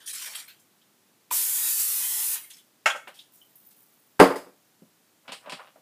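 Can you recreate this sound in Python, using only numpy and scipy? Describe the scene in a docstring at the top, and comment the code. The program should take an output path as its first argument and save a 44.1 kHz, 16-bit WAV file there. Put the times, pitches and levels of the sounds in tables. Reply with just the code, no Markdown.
"""Cooking spray and air fryer basket

At a kitchen counter something rustles as a can of cooking oil is picked up; it sprays for a second into
an air fryer basket. The can lands with a hollow knock, small things crinkle, and a cupboard door bangs into
clipping; then a hand takes the plastic handle and the basket clatters in its drawer.
Hits are decaying modes over a dense clatter; spray, rustle and slides are coloured noise or random slips."""
import sys
import numpy as np
from scipy import signal
from scipy.io import wavfile
from scipy.ndimage import map_coordinates

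SR = 44100
rng = np.random.default_rng(int(sys.argv[2]) if len(sys.argv) > 2 else 0)


def store_wav(level_fs):
    """Save 16-bit WAV to argv[1]."""
    pcm = np.round(np.clip(np.atleast_2d(level_fs), -1, 1) * 32767)
    wavfile.write(sys.argv[1], SR, pcm.T.astype(np.int16))


N = 256220
TIME = np.arange(N) / SR  # the whole scene, s
RING = TIME[:24576]  # the time within one hit, s


def gain_of(db):
    """Decibels to amplitude."""
    return 10 ** (np.asarray(db) / 20)


def evened(x):
    """Scales to rms 1."""
    return x / np.sqrt(np.mean(x ** 2) + 1e-20)


def evened_attack(x):
    """Scales a dying sound to rms 1 over its first 20 ms."""
    return x / np.sqrt(np.mean(x[:SR // 50] ** 2) + 1e-20)


def read(points, hz):
    """Reads a table on a log-frequency axis."""
    f, value = np.transpose(points)
    return np.interp(np.log(hz + 1), np.log(f + 1), value)


def bumps(peaks, hz):
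    """The dB shape of a few broad resonances."""
    return sum(db / (1 + (2 * (hz - f) / width) ** 2) for f, width, db in peaks)


def above(edge_hz, hz):
    """The dB slope of a steep low cut."""
    return -10 * np.log10(1 + (edge_hz / (hz + 1)) ** 6)


def below(edge_hz, hz):
    """The dB slope of a steep high cut."""
    return -10 * np.log10(1 + (hz / edge_hz) ** 6)


def add(mix, s, sound):
    """Mixes a sound in at time s."""
    part = mix[round(s * SR):][:len(sound)]
    part += sound[:len(part)]


def coloured(x, shape_db):
    """Causal minimum-phase filter with a given dB shape over frequency, its peak set to 0 dB."""
    db = shape_db(abs(np.fft.fftfreq(4096, 1 / SR)))
    log_gain = np.log(gain_of(np.maximum(db - db.max(), -90)))
    taps = np.fft.ifft(np.exp(np.conj(signal.hilbert(log_gain)))).real
    return signal.oaconvolve(x, taps[:len(taps) // 2])[:len(x)]


def reshaped(x, shape_db, size=1024):
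    """Short-time filter whose dB gain is a function of time and frequency."""
    overlap = size * 3 // 4
    hz, t, z = signal.stft(x, SR, nperseg=size, noverlap=overlap)
    return signal.istft(z * gain_of(shape_db(t, hz)), SR, nperseg=size, noverlap=overlap)[1][:len(x)]


def dying(x, t60):
    """Lets each band of x die at its own speed, t60 being a table of f/Hz, t60/s."""
    return reshaped(x, lambda t, hz: -60 * t / read(t60, hz)[:, None], size=256)


def flutter(per_s):
    """A random wobble of rms 1, drawn per_s times a second and joined by straight lines."""
    draws = rng.standard_normal(N // 20)
    return evened(np.interp(TIME * per_s, np.arange(len(draws)), draws))


def patches(t, hz, per_s, width_hz):
    """Random peaks and dips of rms 1 that come and go over time and frequency."""
    field = rng.standard_normal((400, 200))
    grid = np.meshgrid(hz / width_hz, t * per_s, indexing="ij")
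    return evened(map_coordinates(field, grid, order=1, mode="wrap"))


def envelope(start, length, attack, t60):
    """Attack, hold and release, as a gain over the whole scene."""
    release_db = -60 * np.maximum(TIME - start - length, 0) / t60
    return np.clip((TIME - start) / attack, 0, 1) * gain_of(release_db)


def slips(per_s, spread_db):
    """Random little impulses of uneven size."""
    size_db = spread_db * np.minimum(rng.exponential(1, N), 4)
    return rng.standard_normal(N) * gain_of(size_db) * (rng.random(N) < per_s / SR)


def halves(x, shape_db, split_hz):
    """Colours a steady excitation and splits it into an upper and a lower part, each of rms 1."""
    upper = coloured(x, lambda hz: shape_db(hz) + above(split_hz, hz))
    # the lower part runs the excitation backwards, so the two move differently
    lower = coloured(x[::-1], lambda hz: shape_db(hz) + below(split_hz, hz))
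    return evened(upper), evened(lower)


def fizz(centre_hz, octaves, rise, t60):
    """A short noisy ring around one pitch."""
    burst = rng.standard_normal(len(RING)) * (1 - np.exp(-RING / rise)) * gain_of(-60 * RING / t60)

    def band_db(hz):
        distance = np.log2((hz + 1) / centre_hz) / octaves
        return -20 * np.log10(1 + distance ** 2) + above(1200, hz)
    return evened_attack(coloured(burst, band_db))


def blow(modes, colour, tilt, length, clatter_db, clatter_t60, rise, thin_hz=20, dull_hz=15000):
    """One hit: clear modes over dense clatter; a light contact leaves out the bass, a soft one the treble."""
    def contact_db(hz):
        slope = tilt * np.log2(np.clip(hz, 150, 8000) / 1000)
        return slope - 10 * np.log10(1 + (hz / dull_hz) ** 4 + (thin_hz / (hz + 1)) ** 4)

    clear = np.zeros(len(RING))
    for k, (f, db, t60) in enumerate(modes):
        fade_db = db + contact_db(f) - 60 * RING / (t60 * length)
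        clear += (-1) ** k * gain_of(fade_db) * np.sin(2 * np.pi * f * RING)  # alternating polarity
    dense = dying(rng.standard_normal(len(RING)), [(f, t60 * length) for f, t60 in clatter_t60])
    dense = coloured(dense, lambda hz: read(colour, hz) + contact_db(hz))
    both = evened_attack(clear) + gain_of(clatter_db) * evened_attack(dense)
    return evened_attack(both * (1 - np.exp(-RING / rise)))


def floor(level_db=-64):
    """Quiet room tone and microphone hiss: steady coloured noise."""
    # spectrum of the background: f/Hz, relative level per Hz/dB
    floor_colour = [(24, -72.5), (40, -45.5), (84, -24), (108, -8.5), (240, -3), (259, -7.5), (293, -3.5),
                    (447, -9.5), (773, -11), (2750, -16), (3110, -15.5), (3700, -16), (9540, -17.5),
                    (15300, -17.5)]
    noise = coloured(rng.standard_normal(N), lambda hz: read(floor_colour, hz))
    return gain_of(level_db) * evened(noise)


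def kitchen(x, wet_db=-11, first_echo=0.0072):
    """A small hard room: sparse reflections, each band dying at its own speed."""
    # decay of the room: f/Hz, t60/s
    room_t60 = [(150, 0.33), (600, 0.34), (2000, 0.34), (5000, 0.25), (14000, 0.47)]
    signs = rng.choice([-1., 1.], len(RING))
    taps = signs * (rng.random(len(RING)) < 3000 / SR) * (RING > first_echo)  # 3000 echoes a second
    tail = dying(taps, room_t60)
    return x + gain_of(wet_db) * signal.fftconvolve(x, tail / np.linalg.norm(tail))[:N]


def crinkles(grains_per_s=500, grain_db=-1.5, grain_t60=.05, rise=0.0018, tick_t60=0.12):
    """Distinct ticks of band-shaped noise, and a treble crackle of random slips that each ring briefly."""
    # small ticks: t/s, level/dB, centre f/Hz, width/octaves
    ticks = [(.479, -51, 13500, .25), (.813, -66.5, 3400, .25), (2.434, -50.5, 9300, 0.12),
             (2.439, -55.5, 2150, .08), (2.533, -55, 5300, .08), (2.585, -60, 3400, .15),
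             (3.076, -56.5, 9000, .74), (3.188, -47.5, 3550, .2), (3.4125, -56.5, 3045, .03),
             (3.554, -54.5, 12500, 0.22), (3.664, -54, 14200, .05), (3.708, -59, 10100, 2.5)]
    # a fine crackle starts and dies: t/s, level/dB, t60/s
    crackles = [(3.32, -57, 0.98), (3.554, -57.5, 3.0)]
    # spectrum of the crackle: f/Hz, relative level per Hz/dB
    crackle_colour = [(2000, -34.5), (6000, -21), (9000, -10), (12500, -9), (14500, -0.5), (15300, -8)]
    grain = rng.standard_normal(len(RING)) * gain_of(-60 * RING / grain_t60)
    grains = signal.oaconvolve(slips(grains_per_s, grain_db), grain)[:N]
    crackle = evened(coloured(grains, lambda hz: read(crackle_colour, hz)))
    out = crackle * sum(gain_of(db) * envelope(s, 0, rise, t60) for s, db, t60 in crackles)
    for s, db, centre_hz, octaves in ticks:
        add(out, s, gain_of(db) * fizz(centre_hz, octaves, rise, tick_t60))
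    return out


def rustle(grains_per_s=4000, grain_db=1.5, smooth=0.54, patchy_db=3.6, attack=.007, t60=0.21):
    """Dense little slips of a brushed surface, whose resonances shift as it moves."""
    # strokes; a larger patch sounds deeper:
    # start t/s, length/s, bright scrape level/dB, dull scrape level/dB, lowest f/Hz
    strokes = [(0, 0.05, -57.5, -56.5, 1020), (0.058, 0.015, -42, -57, 2700), (0.072, .034, -38, -40, 2470),
               (0.129, 0.12, -38.5, -42, 1370), (0.258, 0.082, -46.5, -47.5, 550),
               (.345, 0.055, -44, -43.5, 1020), (0.474, 0.028, -63, -51, 1660),
               (0.594, 0.011, -59.5, -76, 6000), (2.499, .008, -46, -48, 2130),
               (2.563, 0.02, -59.5, -59, 2600), (3.138, .07, -58, -57, 2960),
               (3.348, 0.021, -59, -74.5, 6000)]
    # spectrum of the surface: f/Hz, relative level per Hz/dB
    rustle_colour = [(180, -60), (300, -14), (639, -4), (717, -13), (792, -8.5), (1930, -6.5), (2630, -7.5),
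                     (3210, -4), (4530, -5), (9650, -1.5), (15300, -9)]
    # its broad resonances: f/Hz, width/Hz, lift/dB
    rustle_peaks = [(1850, 470, 1), (2517, 400, -1), (3140, 220, 2)]
    drive = slips(grains_per_s, grain_db) + smooth * rng.standard_normal(N)
    drive = drive * gain_of(1.5 * flutter(per_s=130))
    drive = reshaped(drive, lambda t, hz: patchy_db * patches(t, hz, per_s=22, width_hz=260), size=512)
    bright, dull = halves(drive, lambda hz: read(rustle_colour, hz) + bumps(rustle_peaks, hz), split_hz=3740)
    out = np.zeros(N)
    for s, length, bright_db, dull_db, lowest_hz in strokes:
        blend = gain_of(bright_db) * bright + gain_of(dull_db) * dull
        scrape = coloured(blend, lambda hz: above(lowest_hz, hz))
        out += scrape * envelope(s, length, attack, t60)
    return out


def can():
    """The can lands on its rim, rocks and settles: hollow ringing modes, and a noisy ring of the rim."""
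    # the can meets the counter: t/s, level/dB, tilt/dB per octave, ring length factor
    can_hits = [(2.8586, -16.5, 0, 0.84), (2.8664, -24, 2.5, 0.59), (2.898, -30, 1.5, 0.7),
                (2.948, -36.5, -6.5, 0.64), (2.9595, -41.5, 3.5, 0.83)]
    # modes of the can, before the ring length factor: f/Hz, level/dB, t60/s
    can_modes = [(593, -15.5, 0.23), (655, -15.5, 0.05), (807, -6, 0.18), (899, -7.5, 0.18),
                 (1090, -7, 0.18), (1330, 2.5, .18), (1458, 1, .13), (1568, -1, 0.19), (1670, -5, 0.14),
                 (1907, -3, .12), (2203, 0, .16), (2510, -10.5, .17), (2723, -6.5, 0.19),
                 (3340, -15.5, .17), (5230, -14, .1), (6900, -13.5, 0.17)]
    # spectrum of its clatter: f/Hz, relative level per Hz/dB
    can_colour = [(40, -63), (150, -47.5), (420, -27.5), (560, -11.5), (700, -13), (880, -17),
                  (1200, -11.5), (1380, -5), (1800, -10.5), (2230, -12), (2750, -10.5), (3300, -22.5),
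                  (4400, -27.5), (6900, -26), (15000, -42.5)]
    # the rim sings as the can rocks: t/s, level/dB, centre f/Hz, width/octaves
    rim_rings = [(2.899, -33.5, 3290, 0.069)]
    clatter_t60 = [(400, 0.19), (2000, 0.18), (9000, 0.21)]  # f/Hz, t60/s
    out = np.zeros(N)
    for s, db, tilt, length in can_hits:
        hit = blow(can_modes, can_colour, tilt, length, clatter_db=-.5, clatter_t60=clatter_t60,
                   rise=0.00015, thin_hz=70)
        add(out, s, gain_of(db) * hit)
    for s, db, centre_hz, octaves in rim_rings:
        add(out, s, gain_of(db) * fizz(centre_hz, octaves, rise=0.0046, t60=0.097))
    return out


def door():
    """A heavy, dull bang of low modes with a rattle of the catch."""
    # the door strikes, settles and rebounds:
    # t/s, level/dB, tilt/dB per octave, ring length factor, thin below f/Hz
    door_hits = [(4.193, -23, 1.5, 0.73, 470), (4.1983, -7.5, 0.5, 0.44, 320), (4.2077, -8, -2, 0.56, 20),
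                 (4.2187, -14, 1, 0.85, 435), (4.236, -20.5, 0, 0.98, 280), (4.3023, -25.5, -2.5, 1, 550),
                 (4.357, -37, 5.5, 1, 190), (4.462, -50.5, -0.5, .9, 220)]
    # modes of the door and its catch, before the ring length factor: f/Hz, level/dB, t60/s
    door_modes = [(129.5, -22, 0.2), (188.3, -7.5, 0.35), (242, -9, 0.12), (277.3, -1, 0.25),
                  (324.8, -7, .14), (361.4, 1, 0.14), (436.8, 0, .16), (464.2, 0, .25), (499.3, -5, .16),
                  (590, -8.5, 0.35), (625, -14, 0.2616), (667, -15, .22), (834, -17, 0.3), (880, -6, 0.16),
                  (1022.6, -8.5, .15), (1094, -18, 0.29), (1185, -10.5, .2), (1324, -20, .17),
                  (1587, -18.5, .17), (2011, -16, 0.12), (4943, -26.5, .16), (4963, -29.5, .15)]
    # spectrum of its clatter: f/Hz, relative level per Hz/dB
    door_colour = [(30, -21.5), (80, -27.5), (150, -18), (220, -12.5), (480, 1), (620, -3.5), (760, -9),
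                   (1050, -10), (1900, -16), (2600, -23), (4200, -32.5), (4900, -26.5), (5600, -37.5),
                   (9500, -34), (15000, -39.5)]
    clatter_t60 = [(80, .17), (500, 0.24), (2000, 0.24), (5000, 0.3), (9000, 0.24)]  # f/Hz, t60/s
    out = np.zeros(N)
    for s, db, tilt, length, thin_hz in door_hits:
        hit = blow(door_modes, door_colour, tilt, length, clatter_db=-1.0, clatter_t60=clatter_t60,
                   rise=0.00095, thin_hz=thin_hz)
        add(out, s, gain_of(db) * hit)
    return out


def basket(low_hz=90, ring=0.88, slide_low_hz=620, slide_attack=0.042, slide_t60=0.13):
    """Soft bumps of the hand, hard plastic clicks and short slides; so small a shell gives no deep bass."""
    # knocks on plastic, then the handle is gripped: t/s, level/dB, thin below f/Hz, dull above f/Hz
    basket_hits = [(3.0728, -43, 480, 2500), (4.819, -51, 115, 400), (5.279, -44, 169.7, 4397),
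                   (5.291, -42.5, 200, 3400), (5.32, -38, 220, 11100), (5.459, -47.5, 600, 2600),
                   (5.4708, -42.5, 620, 1190), (5.496, -39.5, 450, 9050), (5.521, -36.5, 130, 7460),
                   (5.524, -47.5, 190, 350), (5.595, -46, 1100, 1300), (5.758, -55, 526, 900)]
    # modes of the plastic drawer, before the ring factor: f/Hz, level/dB, t60/s
    basket_modes = [(190, -3, 0.086), (262, -0.5, 0.11), (632, 1, 0.067), (797, -3.5, 0.2), (997, 2, 0.094),
                    (1426, -22, 0.082), (2840, -1, 0.047)]
    # spectrum of its clatter and slides: f/Hz, relative level per Hz/dB
    basket_colour = [(59, -32), (100, -19), (172, 1.5), (324, -12.5), (594, -0.5), (885, -10), (1000, -4.5),
                     (2090, -9.5), (2860, -5.5), (5370, -15.5), (6090, -26), (8700, -18.5), (15000, -36.5)]
    # the basket slides between the knocks: start t/s, length/s, level/dB, dull above f/Hz
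    slides = [(5.228, .06, -60, 1710), (5.4, 0.058, -56.5, 1700), (5.561, 0.059, -49.5, 1810),
              (5.625, 0.064, -59, 3600)]
    clatter_t60 = [(300, 0.13), (3000, 0.21), (9000, 0.23)]  # f/Hz, t60/s
    # a harder contact is brighter: dB per octave for each octave of its upper edge, untilted edge in Hz
    tilt_per_octave, neutral_hz = 1.66, 2980
    out = np.zeros(N)
    for s, db, thin_hz, dull_hz in basket_hits:
        tilt = tilt_per_octave * np.log2(dull_hz / neutral_hz)
        hit = blow(basket_modes, basket_colour, tilt, ring, clatter_db=6.5, clatter_t60=clatter_t60,
                   rise=0.00019, thin_hz=thin_hz, dull_hz=dull_hz)
        add(out, s, gain_of(db) * hit)
    friction = slips(per_s=1100, spread_db=1.0)
    for s, length, db, dull_hz in slides:
        scrape = coloured(friction, lambda hz: (read(basket_colour, hz) + above(slide_low_hz, hz)
                                                + below(dull_hz, hz)))
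        out += gain_of(db) * evened(scrape) * envelope(s, length, slide_attack, slide_t60)
    return signal.sosfilt(signal.butter(2, low_hz, "highpass", fs=SR, output="sos"), out)


def spray(sputter_db=0.06, waver_db=0.8, pop_db=-30, pop_rise=0.00056):
    """The valve pops open, the jet hisses with a slight sputter, and the pressure dies as it shuts."""
    # spectrum of the jet: f/Hz, relative level per Hz/dB
    jet_colour = [(88, -61), (150, -45), (345, -23.5), (418, -31.5), (470, -27.5), (640, -30.5), (925, -19),
                  (1170, -20), (1440, -15), (1620, -18.5), (2530, -12.5), (4980, -10), (9800, 0.5),
                  (14400, -0.5), (15300, -3)]
    # air resonances of the basket under the jet: f/Hz, width/Hz, lift/dB
    basket_air = [(460, 54, 11), (610, 200, -8.5), (950, 340, 3.5), (1814, 130, 6), (2540, 270, 0)]
    # as the can moves, echoes from the basket walls add and cancel: f/Hz, depth of the drifting ripple/dB
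    ripple = [(300, 1), (2000, 3), (5000, 3.5), (14000, -0.8)]
    # the jet swells as it sweeps over the food: t/s, half length/s, lift/dB
    surges = [(1.38, 0.052, 2), (1.683, 0.044, 3), (1.807, 0.022, 2), (2.367, 0.025, 3)]
    # the bright hiss at the nozzle, then the dull rush in the basket: level/dB, attack/s, release t60/s
    hiss = (-25.5, 0.022, 0.12)
    rush = (-40, 0.0021, .36)
    # modes of the valve's pop: f/Hz, level/dB, t60/s
    valve_modes = [(484, -15, 0.094), (913, -3, 0.077), (994, 4, 0.061), (1200, -10, 0.1),
                   (2450, -9, 0.054)]
    opens, shuts = 1.306, 2.346  # s
    sag_db_per_s = 0.43  # the pressure falls while the valve is held

    jet = rng.standard_normal(N) * gain_of(sputter_db * flutter(per_s=120) + waver_db * flutter(per_s=25))
    jet = reshaped(jet, lambda t, hz: read(ripple, hz)[:, None] * patches(t, hz, per_s=7.7, width_hz=120))
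    parts = halves(jet, lambda hz: read(jet_colour, hz) + bumps(basket_air, hz), split_hz=4480)
    swell_db = sum(lift * np.exp(-((TIME - s) / half) ** 2) for s, half, lift in surges)
    flow_db = swell_db - sag_db_per_s * (TIME - opens)
    out = np.zeros(N)
    for part, (db, attack, t60) in zip(parts, (hiss, rush)):
        out += part * gain_of(db + flow_db) * envelope(opens, shuts - opens, attack, t60)

    # f/Hz, relative level per Hz/dB
    pop_colour = [(50, -36), (180, -11), (900, -0.5), (1800, -2.5), (5000, -16.5), (13000, 1.5)]
    pop = blow(valve_modes, pop_colour, tilt=0, length=1.0, clatter_db=-2.0,
               clatter_t60=[(500, 0.27), (9000, 0.77)], rise=pop_rise)
    add(out, 1.3105, gain_of(pop_db) * pop)
    return out


def scene():
    """All sources in the kitchen, in one channel."""
    sources = rustle() + spray() + crinkles() + can() + door() + basket()
    return (kitchen(sources) + floor())[None]


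def record(dry, edge_hz=15400):
    """The bang overloads the microphone and clips at full scale; then the treble is cut off at edge_hz."""
    clipped = np.clip(dry, -1, 1)
    low_pass = signal.firwin(801, edge_hz, window=("kaiser", 9), fs=SR)
    return signal.oaconvolve(clipped, low_pass[None], "same")


dry = scene()
out = record(dry)
store_wav(out)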